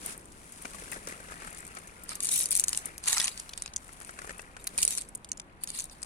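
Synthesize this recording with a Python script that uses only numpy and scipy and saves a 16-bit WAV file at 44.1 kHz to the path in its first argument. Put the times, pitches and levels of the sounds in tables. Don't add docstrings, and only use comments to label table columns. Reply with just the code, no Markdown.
import sys
import numpy as np
from scipy import signal
from scipy.fft import rfft, irfft, next_fast_len
from scipy.io import wavfile
from scipy.ndimage import uniform_filter1d

SR = 44100
rng = np.random.default_rng(int(sys.argv[2]) if len(sys.argv) > 2 else 0)


def master(y):
    cut = np.clip(np.atleast_2d(y).T, -1, 1)
    pcm = np.round(cut * 32767)
    wavfile.write(sys.argv[1], SR, pcm.astype(np.int16))


N = 266981

# pitch_hz [Hz], density_db [relative dB per Hz]
SLOSH_COLOUR = [(90, -21), (135, -19), (170, 1.5), (215, -3.5), (300, 0.5), (500, 3.5), (750, -5),
                (1200, -41), (3000, -69)]


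def from_db(db):
    return 10 ** (np.asarray(db) / 20)


def rms_one(x):
    return x / np.sqrt(np.mean(x ** 2) + 1e-20)


def in_time(rows):
    s, *columns = np.transpose(rows)
    return [np.interp(np.arange(N) / SR, s, column) for column in columns]


def at_hz(points, hz):
    known_hz, values = np.transpose(points)
    return np.interp(np.log(np.maximum(hz, 1)), np.log(known_hz), values)


def panned(left_db):
    return rms_one(from_db([[left_db / 2], [-left_db / 2]]))


def colour(x, spectrum, extra_db=lambda hz: 0):
    size = next_fast_len(x.shape[-1])
    size += size % 2
    hz = np.arange(size // 2 + 1) * SR / size
    cepstrum = irfft(np.log(from_db(at_hz(spectrum, hz) + extra_db(hz))))
    cepstrum[1:size // 2] *= 2
    cepstrum[size // 2 + 1:] = 0
    response = np.exp(rfft(cepstrum))
    return irfft(rfft(x, size) * response)[..., :x.shape[-1]]


def evened(x, window_s):
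    power = uniform_filter1d(np.mean(x ** 2, axis=0), max(int(window_s * SR), 2))
    return x / np.sqrt(np.maximum(power, 0) + np.mean(power) / 1000)


def add(out, s, sound):
    i = int(np.clip(round(s * SR), 0, N - 1))
    out[:, i:i + sound.shape[1]] += sound[:, :N - i]


def grains(per_s, spread_db, shapes):
    out = np.zeros((2, N))
    at = np.flatnonzero(rng.random(N) < per_s / SR)
    sizes_db = spread_db * np.minimum(rng.exponential(1, len(at)), 4)
    sizes = from_db(sizes_db) * rng.choice([-1, 1], len(at))
    for i, size, k in zip(at, sizes, rng.integers(0, len(shapes), len(at))):
        add(out, i / SR, size * shapes[k])
    return out


def peak(hz, centre_hz, width_hz):
    return 1 / (1 + ((hz - centre_hz) / width_hz) ** 2)


def lows_share(hz, corner_hz=6000):
    return 1 / (1 + (hz / corner_hz) ** 8)


def bubble(hz, cycles=4.0, rise=0.13, lag_s=0.00037):
    right_lag_s = lag_s * rng.uniform(.6, 1.4)
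    t = np.maximum(np.arange(2048) / SR - np.array([[0], [right_lag_s]]), 0)
    age = t * hz / cycles
    return np.sin(2 * np.pi * hz * t * (1 + rise * np.tanh(age / 2))) * np.exp(-age)


def contact(lag_s, attack_s=.0001, hold_s=.0004, ring_s=.0007, tail_db=-14.0, tail_s=0.0022,
            rebound_db=-11.5, alike=0.53):
    t = np.arange(1024) / SR
    shared, own = rng.standard_normal((2, 2, len(t)))
    scatter = np.sqrt(alike) * shared[0] + np.sqrt(1 - alike) * own
    crack = np.exp(-np.maximum(t - hold_s * rng.uniform(0.41, 1.7), 0) / ring_s)
    rebound_gain = from_db(rebound_db + rng.normal(0, 6.0))
    rebound = rebound_gain * np.interp(t - rng.uniform(0.0023, 0.0049), t, crack, left=0)
    tail = from_db(tail_db) * np.exp(-t / tail_s)
    bite = np.minimum(t / attack_s, 1) ** 2
    sound = scatter * bite * np.sqrt(crack ** 2 + rebound ** 2 + tail ** 2)
    lag = int(round((lag_s + rng.normal(0, .00004)) * SR))
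    late = int(lag > 0)
    sound[late] = np.pad(sound[late], (abs(lag), 0))[:len(t)]
    return sound


def clack(bulk_db, sharp_db, ring_hz, left_db, edge_hz=11300, stone_ring_db=7.5, lag_s_per_db=.00003):
    # pitch_hz [Hz], density_db [relative dB per Hz]
    stone_colour = [(300, -44.5), (700, -23), (1200, -23), (1800, -20), (2400, -15), (2900, -17.5),
                    (3400, -17), (4200, -14), (5000, -12.5), (6800, -3.5), (8000, -2.5), (9300, 2),
                    (10300, -1.5), (11800, -10.5), (14000, -15), (16000, -25.5)]
    burst = contact(lag_s_per_db * left_db, attack_s=.0012, hold_s=.0012, ring_s=0.00067,
                    tail_db=-14.5, rebound_db=-15.0)
    stones_hz = rng.uniform(2500, 11984, size=8)

    def character_db(hz):
        bulk = bulk_db * lows_share(hz)
        hardness = sharp_db * (1 - lows_share(hz, edge_hz))
        gap_ring = 7 * peak(hz, ring_hz, width_hz=450)
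        stone_rings = np.max([peak(hz, stone_hz, width_hz=110) for stone_hz in stones_hz], axis=0)
        return bulk + hardness + gap_ring + stone_ring_db * stone_rings

    sound = colour(burst, stone_colour, character_db)
    energy = np.sum(sound ** 2, axis=1, keepdims=True)
    return panned(left_db) * sound / np.sqrt(energy / (SR / 500))


def open_air(level_db=-54.0):
    likeness = [(30, 0.73), (150, 0.97), (300, 0.8), (600, 0.82), (1200, -0.38), (3000, -0.19),
                (15000, -0.86)]
    rumble_colour = [(12, -14.5), (25, 3), (60, -0.5), (90, -5.5), (120, -9), (165, -5.5), (260, -10.5),
                     (500, -16), (1000, -13), (2200, -23.5), (3500, -30.5), (6000, -45), (9500, -51),
                     (12500, -51)]
    mid, side = rfft(rng.standard_normal((2, 2 * N)))
    alike = np.clip(at_hz(likeness, np.arange(N + 1) * SR / (2 * N)), -1, 1)
    pair = irfft(np.sqrt(1 + alike) * mid + np.sqrt(1 - alike) * side * [[1], [-1]])[:, :N]
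    return from_db(level_db) * rms_one(colour(pair, rumble_colour))


def gull():
    # [dB, rms]
    cry = [(1.98, 1430, -71), (2.07, 1377, -64), (2.13, 1260, -77), (2.2, 1146, -56), (2.25, 1026, -80)]
    hz, db = in_time(cry)
    t = np.arange(N) / SR
    calling = (t > cry[0][0]) & (t < cry[-1][0])
    return np.sqrt(2) * from_db(db) * calling * np.sin(2 * np.pi * np.cumsum(hz) / SR)


def surges(rise_s=0.015, fall_s=0.039):
    # [dB, below 0 for a dip]
    run_ups = [(0.65, 1), (0.932, 7), (1.091, 8.5), (1.317, 3), (1.43, 3), (1.759, 3), (2.86, 7.5),
               (4.29, -1), (4.74, 1.5)]
    t = np.arange(N) / SR
    return sum(db * np.exp(-((t - s) / np.where(t < s, rise_s, fall_s)) ** 2) for s, db in run_ups)


def wavelets(lap_gain_db=-2.5, drip_db=-3.5, surge_slosh_share=0.62):
    # time_s [s], bubbling_db [dB before the lap gain and surges], foam_db [dB before surges]
    wash = [(0.0, -56, -49.5), (0.055, -47.5, -42.5), (0.13, -46.5, -42.5), (0.155, -52, -54),
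            (0.25, -61, -60), (0.42, -58, -55), (0.8, -50.5, -46), (1.02, -50.5, -51.5),
            (1.5, -47.5, -52.5), (1.97, -53.5, -56.5), (2.85, -50, -54), (3.0, -54.5, -58),
            (3.4, -53.5, -51), (3.72, -57, -65.5), (3.82, -56.5, -56), (4.3, -50.5, -53.5),
            (4.58, -56, -65), (4.78, -52, -50), (5.2, -63.5, -69.5), (5.58, -61.5, -72.5), (5.7, -58, -58),
            (5.8, -62.5, -55), (5.87, -63, -63.5), (6.05, -56, -59)]
    # time_s [s], level_db [dB before surges]
    sloshing = [(0.1, -54), (0.35, -60), (0.65, -60), (0.9, -54), (1.03, -57), (1.25, -57), (1.9, -59.5),
                (2.4, -55.5), (2.9, -60), (3.5, -67.5), (4.0, -66), (4.3, -58.5), (4.55, -64.5),
                (4.75, -56), (5.1, -61), (6.05, -66.5)]
    # pitch_hz [Hz], density_db [relative dB per Hz]
    lap_colour = [(300, -3.5), (700, -6), (1000, -7), (1300, 3.5), (1900, 2), (2600, 0), (3400, -11),
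                  (5000, -11), (9000, -33)]
    fizz_colour = [(1500, -6), (3500, -5), (5000, -5.5), (7000, -2), (9400, 3.5), (10500, 1), (12000, -12),
                   (16000, -21.5)]
    wash_db, foam_db = in_time(wash)
    surge_db = surges()
    lap_db, fizz_db = wash_db + surge_db, foam_db + surge_db
    slosh_db = in_time(sloshing)[0] + surge_slosh_share * surge_db

    pockets = grains(900, 4.35, [bubble(hz, cycles=1.9) for hz in np.geomspace(140, 900, 40)])
    slosh = from_db(slosh_db) * evened(colour(pockets, SLOSH_COLOUR), 0.034) * panned(1.0)

    ringing = [bubble(hz, cycles=4.2) * np.sqrt(hz) for hz in np.geomspace(600, 5000, 80)]
    bubbles = grains(1400, 1.9, ringing)
    lap = from_db(lap_db + lap_gain_db) * evened(colour(bubbles, lap_colour), 0.13) * panned(4.7)

    pops = [contact(0.00034, ring_s=0.00098) for _ in range(40)]
    foam = rms_one(grains(3500, 6.6, pops))
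    drips = from_db(drip_db) * rms_one(grains(70, 1.2, pops))
    hiss = rng.standard_normal((2, N))
    spray = foam + drips + hiss
    fizz = from_db(fizz_db) * evened(colour(spray, fizz_colour), 0.068) * panned(4.5)
    return slosh + lap + fizz


def slaps(splash_db=1.5, gulp_gain_db=3.0, churn_db=-5.5, splash_s=0.0044, churn_s=0.0028, churn_top_hz=600):
    # start_s [s], level_db [dB before splash gain and panning],
    # bubble_hz [Hz], gulp_db [dB before the gulp gain], gulp_hz [Hz]
    gap_slaps = [(0.649, -38.5, 920, -41, 367), (0.6532, -32, 2360, -40, 292), (0.745, -39, 1130, -50, 190),
                 (0.785, -44, 1700, -51, 450), (0.877, -46, 1600, -57, 550), (0.8214, -45, 1900, -43, 430),
                 (0.9213, -32.5, 2600, -53, 480), (0.9286, -38.5, 1970, -44, 560),
                 (0.9608, -40, 1940, -39, 590), (0.967, -49, 910, -36.5, 474), (1.074, -36, 1380, -35, 514),
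                 (1.095, -41, 2280, -57, 450), (1.1236, -37, 1970, -39, 497), (1.201, -44, 1540, -45, 450),
                 (1.285, -41.5, 2000, -54, 447), (1.311, -42, 1260, -56, 400),
                 (1.3208, -37, 1640, -51, 400), (1.326, -47, 1700, -59, 400), (1.34, -44, 1920, -58, 500),
                 (1.4, -44, 1750, -62, 452), (1.447, -40, 1300, -49, 450), (1.4201, -37.5, 1500, -44, 352),
                 (1.4733, -37, 1320, -60, 450), (1.769, -33.5, 1295, -48, 456),
                 (2.1168, -35, 1280, -62, 400), (3.891, -43.5, 1360, -56, 258),
                 (4.0123, -39.5, 1590, -62, 596), (4.0919, -35, 1660, -48, 623),
                 (4.1888, -33.5, 1660, -52, 785), (4.2168, -38, 1450, -49, 550),
                 (4.2442, -41, 1160, -34.5, 724), (4.274, -39.5, 1770, -43.5, 392),
                 (4.2936, -32, 1750, -40, 547), (4.306, -34.5, 1875, -40.5, 513),
                 (4.3936, -34.5, 2620, -46, 757), (4.566, -36.5, 1493, -55, 452)]
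    # pitch_hz [Hz], density_db [relative dB per Hz]
    splash_colour = [(300, -9), (600, 5), (900, -2.5), (1400, 4.5), (1900, 5.5), (2600, -1), (3500, -9),
                     (5000, -6.5), (9000, -2.5), (14000, -33)]
    out = np.zeros((2, N))
    for s, db, hz, low_db, gulp_hz in gap_slaps:
        plip = bubble(hz, cycles=9.0, rise=0.0079)
        t = np.arange(plip.shape[1]) / SR
        noise = rng.standard_normal((3, len(t)))
        swell = (1 - np.exp(-t / 0.0006)) * (1 - t / t[-1])
        splash = rms_one(colour(noise[:2], splash_colour)) * swell * np.exp(-t / splash_s)
        low_pass = signal.butter(4, churn_top_hz, fs=SR, output="sos")
        churn = rms_one(signal.sosfilt(low_pass, colour(noise[2], SLOSH_COLOUR))) * np.exp(-t / churn_s)
        gulp = swell * (bubble(gulp_hz, cycles=1.9, rise=0.081) + from_db(churn_db) * churn)
        slap = from_db(db) * (from_db(splash_db) * splash + plip) * panned(5.5)
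        add(out, s, slap + from_db(low_db + gulp_gain_db) * gulp)
    return out


def backwash(per_s=32, left_db=5.5):
    # start_s [s], length_s [s], tick_db [dB]
    drains = [(0.176, 0.64, -54.5), (1.454, 0.42, -39), (3.83, .6, -44.5)]
    out = np.zeros((2, N))
    for s, length_s, db in drains:
        for share, pitch in rng.random((int(per_s * length_s), 2)):
            tick = clack(0, 0, 7000 + 4000 * pitch, left_db)
            add(out, s + share * length_s, from_db(db) * tick)
    return out


def pressure(release_db_per_s, attack_s=.022, sag_db_per_s=25):
    # full_load_s [s], length_s [s], level_db [dB before sag and release],
    # bulk_db [dB of extra lows as bigger stones move], knock_db [dB of big stones rocking underneath]
    presses = [(0.055, 0.049, -46.5, 2, -9), (2.093, 0.032, -40.5, 9, -13.5), (2.227, 0.048, -34.5, 5, -31),
               (2.31, 0.12, -26.5, 2, -33), (2.52, 0.0037, -32.5, 7.5, -35), (2.55, 0.027, -30, 3.5, -45),
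               (2.677, 0.12, -41.5, 1, -13), (2.77, 0.0035, -36, 2, -25), (3.04, 0.015, -42, 9.5, -15),
               (3.071, 0.069, -27.5, 5.5, -15.5), (3.16, 0.056, -30.5, 5.5, -12.5),
               (3.237, 0.034, -32, 4, -14), (3.306, 0.018, -45, 12, -20), (3.373, 0.026, -47.5, 10.5, -13),
               (3.57, 0.11, -52, 11, -15), (4.6, 0.015, -51, 7, -25), (4.798, 0.046, -35, 6.5, -30),
               (4.889, 0.043, -33, 3, -28), (4.969, 0.015, -37, 7, -33), (5.62, 0.012, -51, 6, -26),
               (5.684, 0.012, -42, 7, -21), (5.744, 0.065, -38.5, 6, -22), (5.916, 0.01, -49.5, 7.5, -26)]
    t = np.arange(N) / SR
    loads = []
    for s, length_s, db, *_ in presses:
        sag_db = sag_db_per_s * np.clip(t - s, 0, length_s)
        release_db = release_db_per_s * np.clip(t - s - length_s, 0, 2)
        build_up = np.clip(1 + (t - s) / attack_s, 0, 1) ** 2
        loads.append(from_db(db - sag_db - release_db) * build_up)
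    loads = np.array(loads) + 1e-9
    bulk_db, knock_db = np.transpose(presses)[3:] @ loads / loads.sum(axis=0)
    return 20 * np.log10(loads.max(axis=0)), bulk_db, knock_db


PRESS_RELEASE_DB_PER_S = 280


def gravel(lows_db=-9.5, rest_db=-70.0, slip_db=5.5, slips_per_s=120, ring_db=25.0, split_hz=5800):
    # [dB, left minus right]
    shoe_place = [(0, -11), (2.3, 3), (2.8, -0.5), (3.1, 1), (4.8, 1), (5.7, 2)]
    # pitch_hz [Hz], density_db [relative dB per Hz]
    grit_colour = [(300, -38), (700, -10), (1300, -30), (2300, -7.5), (3000, -7), (5000, 6), (6800, -3.5),
                   (8000, -1), (9300, 1), (10300, -3), (11800, -11), (14000, -20.5), (16000, -45.5)]
    db, bulk_db, knock_db = pressure(PRESS_RELEASE_DB_PER_S)
    left_db, = in_time(shoe_place)
    per_s = 2000 * from_db(.35 * (db + 30)) + 150
    stones = []
    for ring_hz in np.geomspace(1900, 14500, 90):
        touch = contact(rng.uniform(-0.000088, .00024), hold_s=.00005, ring_s=0.000074,
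                        tail_db=-42.0, rebound_db=-12.0)
        ringing = colour(touch, grit_colour, lambda hz: ring_db * peak(hz, ring_hz, width_hz=69))
        stones.append(ringing * panned(rng.normal(0, 5.0)))
    slips = np.interp(np.arange(N) / SR * slips_per_s, np.arange(N), rng.standard_normal(N))
    crunch = grains(per_s, 1.3, stones) * from_db(slip_db * slips)
    lows = signal.sosfilt(signal.butter(6, split_hz, fs=SR, output="sos"), crunch)
    highs = signal.sosfilt(signal.butter(6, split_hz, "high", fs=SR, output="sos"), crunch)
    moving = np.maximum(from_db(db) - from_db(rest_db), 0)
    sides = from_db(np.array([left_db, -left_db]) / 2)
    hollows = [bubble(hz, cycles=4.0, rise=0, lag_s=.00008) * np.sqrt(hz) for hz in np.geomspace(880, 2600, 36)]
    knocks = from_db(knock_db) * evened(grains(1600, 1.5, hollows), 0.011)
    bulk = from_db(bulk_db + lows_db) * evened(lows, 0.019)
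    return moving * sides * (evened(highs, 0.018) + bulk + knocks)


def settling(per_s=45, level_db=-5.5, spread_db=4.0, bulk_db=6.5, sharp_db=-20.0, left_db=1.5, rest_db=-51.5,
             settle_db_per_s=42.5, after_press_drop_db=10):
    out = np.zeros((2, N))
    lingering_db = pressure(settle_db_per_s)[0]
    pressed_db = pressure(PRESS_RELEASE_DB_PER_S)[0]
    stir_db = np.maximum(pressed_db, lingering_db - after_press_drop_db)
    for i in np.flatnonzero((rng.random(N) < per_s / SR) & (stir_db > rest_db)):
        size, bulk, sharp, side = rng.standard_normal(4)
        ring_hz = rng.uniform(3500, 10500)
        sound = clack(bulk_db + 6 * bulk, sharp_db + 6 * sharp, ring_hz, left_db + 3 * side)
        add(out, i / SR, from_db(stir_db[i] + level_db + spread_db * size) * sound)
    return out


def cobbles(ring_s=0.0044, neighbours_db=-11.5, neighbour_cycles=2.5):
    heel_knocks = [(3.076, -33, 1972), (3.106, -36, 2800), (3.13, -29.5, 1848), (3.147, -34, 2150),
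                   (3.168, -30, 2020), (3.172, -27.5, 1340), (3.199, -32, 1900), (3.204, -22.5, 3400),
                   (3.214, -30.5, 1920), (3.243, -37, 3200), (3.28, -33, 3390), (4.785, -27.5, 2470)]
    out = np.zeros((2, N))
    for s, db, hz in heel_knocks:
        hollow = bubble(hz, cycles=hz * ring_s, rise=0, lag_s=.00005)
        others = sum(bubble(other_hz, cycles=neighbour_cycles, rise=0, lag_s=.00007) * rng.choice([-1, 1])
                     for other_hz in rng.uniform(780, 3360, size=3))
        add(out, s, from_db(db) * (hollow + from_db(neighbours_db) * others))
    return out


def pebbles(level_db=-3.5, usual_lows_db=-21, usual_top_db=-24.5, delay_s=.0003,
            rebound_s=0.0066, rebound_spread_s=0.017, rebound_db=-20):
    # [dB, left minus right]
    strikes = [(0.06, -22, -38, -20, 8450, 4), (0.1765, -33.5, -43, -15, 8640, 2.5),
               (0.255, -40.5, -24, -22, 9000, 6.5), (0.3187, -42.5, -18, -28, 7000, 1),
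               (0.5213, -34, -20, -20, 9200, 5.5), (0.6175, -32.5, -27, -17, 9000, 4.5),
               (0.916, -26.5, -30, -18, 9100, 13.5), (0.931, -29, -22, -22, 9200, 5.5),
               (1.071, -29, -6, -20, 7000, 6), (1.084, -34, -16, -24, 9000, 5),
               (1.446, -39, -16, -18, 9600, 7), (1.502, -36, -35, -20, 9280, 8),
               (1.569, -34.5, -7, -29, 9750, 4.5), (2.0352, -32, -18, -2, 10100, 8),
               (2.0913, -24.5, -12, -25, 9500, 2.5), (2.153, -25, -16, -20, 10400, 4.5),
               (2.2032, -21, -11, -35, 8800, 4.5), (2.228, -23, -29, -24, 9000, 3.5),
               (2.2336, -19.5, -37, -33, 8300, 1.5), (2.245, -19, -37, -33, 9300, 7),
               (2.254, -18.5, -30, -30, 8400, 3.5), (2.269, -21, -21, -28, 9300, 4),
               (2.2879, -16.5, -13.5, -27, 9300, 1), (2.314, -21, -29, -10, 9200, 1),
               (2.3215, -19, -24, -18, 10000, 2), (2.328, -21, -25, -21, 9200, 3),
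               (2.335, -16, -18, -4, 8900, 6), (2.358, -15.5, -42, -12, 10300, 5),
               (2.376, -17, -38, -7, 10300, 1.5), (2.39, -16.5, -37, -13, 9690, 4.5),
               (2.4084, -15.5, -46, -13, 9500, 2.5), (2.432, -19.5, -40, -15, 10200, 5),
               (2.456, -16.5, -26, -39, 10400, 1.5), (2.487, -30, -17, -30, 9000, 2),
               (2.5065, -14.5, -38, -15, 8900, 12), (2.514, -16, -20, -16, 8890, 2.5),
               (2.5223, -16.5, -16.5, -13, 9640, 1), (2.527, -18, -15, -26, 9500, 9),
               (2.551, -12, -21, -32, 9900, 5.5), (2.563, -14.5, -29, -27, 9510, 6),
               (2.5723, -15, -42, -22, 9400, 3.5), (2.588, -25, -23, -28, 8740, 4),
               (2.596, -9.5, -24, -24, 8770, 6.5), (2.6045, -20, -36, -24, 6500, -3),
               (2.6125, -39, -34, -28, 9000, -8), (2.638, -13.5, -23.5, -30, 8610, 3.5),
               (2.6408, -21, -19, -28, 10400, 3), (2.6815, -14, -15.5, -19, 8600, 3.5),
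               (2.691, -18.5, -14, -18, 9200, 4.5), (2.729, -18, -6, -20, 8490, 3),
               (2.747, -25.5, -8, -33, 5230, 1), (2.755, -32, -25, -34, 8960, 3),
               (2.7732, -15, -21.5, -37, 8680, 5.5), (2.856, -21, -32, -21, 9900, 6),
               (2.9792, -29.5, -11, -17, 9200, -0.5), (3.038, -27, -17, -38, 9000, -2),
               (3.057, -27, -11, -30, 8410, 2), (3.0756, -16.5, -15.5, -45, 8784, -0.5),
               (3.0818, -13, -19.5, -42, 9070, 0.5), (3.105, -21, -12, -23, 9680, 2),
               (3.128, -12, -16, -40, 7950, -4), (3.135, -22, -21, -26, 8490, -1.5),
               (3.146, -27, -3, -19, 9000, 3), (3.1665, -22, -9, -31, 5400, -8.5),
               (3.172, -25, -4, -32, 5500, -3.5), (3.18, -15, -9, -39, 5700, -2),
               (3.1992, -16, -8, -34, 5600, 1.5), (3.2039, -20, -13, -39, 7300, -0.5),
               (3.2144, -19.5, -15, -37, 8730, -1.5), (3.2312, -26, -13, -34, 9050, -5),
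               (3.242, -16, -20, -51, 6700, 4), (3.246, -20, -25, -44, 6630, -1),
               (3.2513, -23, -14, -40, 8950, 4), (3.271, -26, -7, -42, 3610, 3),
               (3.2791, -18, -5, -40, 3340, 4), (3.288, -35, -8, -36, 4500, 10),
               (3.375, -30, -14, -40, 4770, 4), (3.3969, -25.5, -19, -48, 9800, 0),
               (3.4918, -31.5, -4, -19, 3120, 1.5), (3.5332, -29.5, -5, -30.5, 3140, 1.5),
               (3.575, -25.5, -8.5, -25, 8510, -3.5), (3.6204, -21.5, -14, -42, 9630, -0.5),
               (3.659, -27.5, -5.5, -59.5, 7100, 1), (3.6764, -34.5, 6, -41, 4470, 3.5),
               (3.7351, -33.5, -8, -35, 3070, 3), (3.761, -17.5, -21, -54, 6000, 1.5),
               (3.843, -40.5, -28, -20, 9400, 8), (3.9324, -40.5, -15, -18, 9200, 9),
               (4.001, -35.5, -24, -27, 9350, 6), (4.0184, -36, -24, -27, 9700, 3),
               (4.047, -35, -11, -24, 9200, 4.5), (4.071, -39, -24, -24, 9400, 6),
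               (4.3797, -38, -21, -17, 10100, 7), (4.641, -32.5, -15, -30, 8880, 1),
               (4.669, -21, -5, 2.5, 10440, -1), (4.673, -22, -10, -13.5, 9500, 1.5),
               (4.777, -15, -16.5, -31, 9390, -2.5), (4.784, -17, -20, -34, 2440, 2),
               (4.788, -19, -10.5, -30, 9300, 2.5), (4.803, -37, -18.5, -26, 8790, 2.5),
               (4.816, -19, -19, -24, 8900, -0.5), (4.824, -18, -26, -29, 8450, -5),
               (4.8282, -10.5, -23, -27, 9420, -1.5), (4.832, -16.5, -19, -28, 9450, 1),
               (4.8497, -11, -24, -32, 9170, -2), (4.8769, -12, -19, -33, 9646, -1.5),
               (4.8867, -29, -22, -23, 9070, 2), (4.9062, -19.5, -15, -20, 9090, 4),
               (4.9232, -25.5, -7, -33, 7180, 1), (4.95, -24.5, -19, -32, 9770, 3.5),
               (4.966, -39, -27, -30, 8260, 3), (4.9745, -19, -22, -33, 9570, 1.5),
               (4.981, -19.5, -14, -37.5, 8730, 3.5), (5.011, -25.5, -21, -38, 9910, -1),
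               (5.018, -28.5, -19, -39, 9970, -0.5), (5.087, -35, -30, -29, 9530, 0),
               (5.1493, -23, -32, -37, 9000, -0.5), (5.245, -33.5, -9, -37, 7040, 1),
               (5.288, -37, -14, -43, 8900, 2.5), (5.316, -19, -21, -58, 6260, -2.5),
               (5.372, -34, -16, -40, 7050, 1.5), (5.3973, -28, -14, -57, 6300, 2.5),
               (5.6354, -19.5, -16.5, -17, 9940, 1.5), (5.639, -29, -14, -22.5, 9020, 1.5),
               (5.673, -29, -10, -27.5, 6390, 1), (5.688, -34, -17.5, -22, 9290, 1),
               (5.7018, -24.5, -24, -40, 9120, 1), (5.764, -33, -22, -38, 8380, 6),
               (5.7871, -23.5, -22, -36.5, 9500, 3), (5.79, -25.5, -16, -42, 6460, 3.5),
               (5.797, -23, -13.5, -37.5, 4400, -4), (5.8034, -24, -18, -43, 6280, 0.5),
               (5.82, -33, -24, -32, 9300, 1.5), (5.8399, -27.5, -27, -19, 8300, 1),
               (5.853, -35, -24, -27, 9050, 2.5), (5.896, -39.5, -8, -41.5, 5950, 3.5),
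               (6.0185, -35, -18, -34, 8000, 11), (6.028, -23, -16.5, -55, 8900, 5.5)]
    out = np.zeros((2, N))
    for s, db, lows_db, top_db, ring_hz, left_db in strikes:
        strike = clack(lows_db - usual_lows_db, top_db - usual_top_db, ring_hz, left_db)
        sound = from_db(db + level_db) * strike
        start_s = s + delay_s
        add(out, start_s, sound)
        add(out, start_s + rebound_s + rebound_spread_s * rng.random(), from_db(rebound_db) * sound)
    return out


def scene():
    background = open_air() + gull()
    water = wavelets() + slaps() + backwash()
    stones = gravel() + settling() + cobbles() + pebbles()
    return background + water + stones


def record(dry):
    low_pass = signal.ellip(10, .2, 80, 16100, fs=SR, output="sos")
    return signal.sosfilt(low_pass, dry)


dry = scene()
out = record(dry)
master(out)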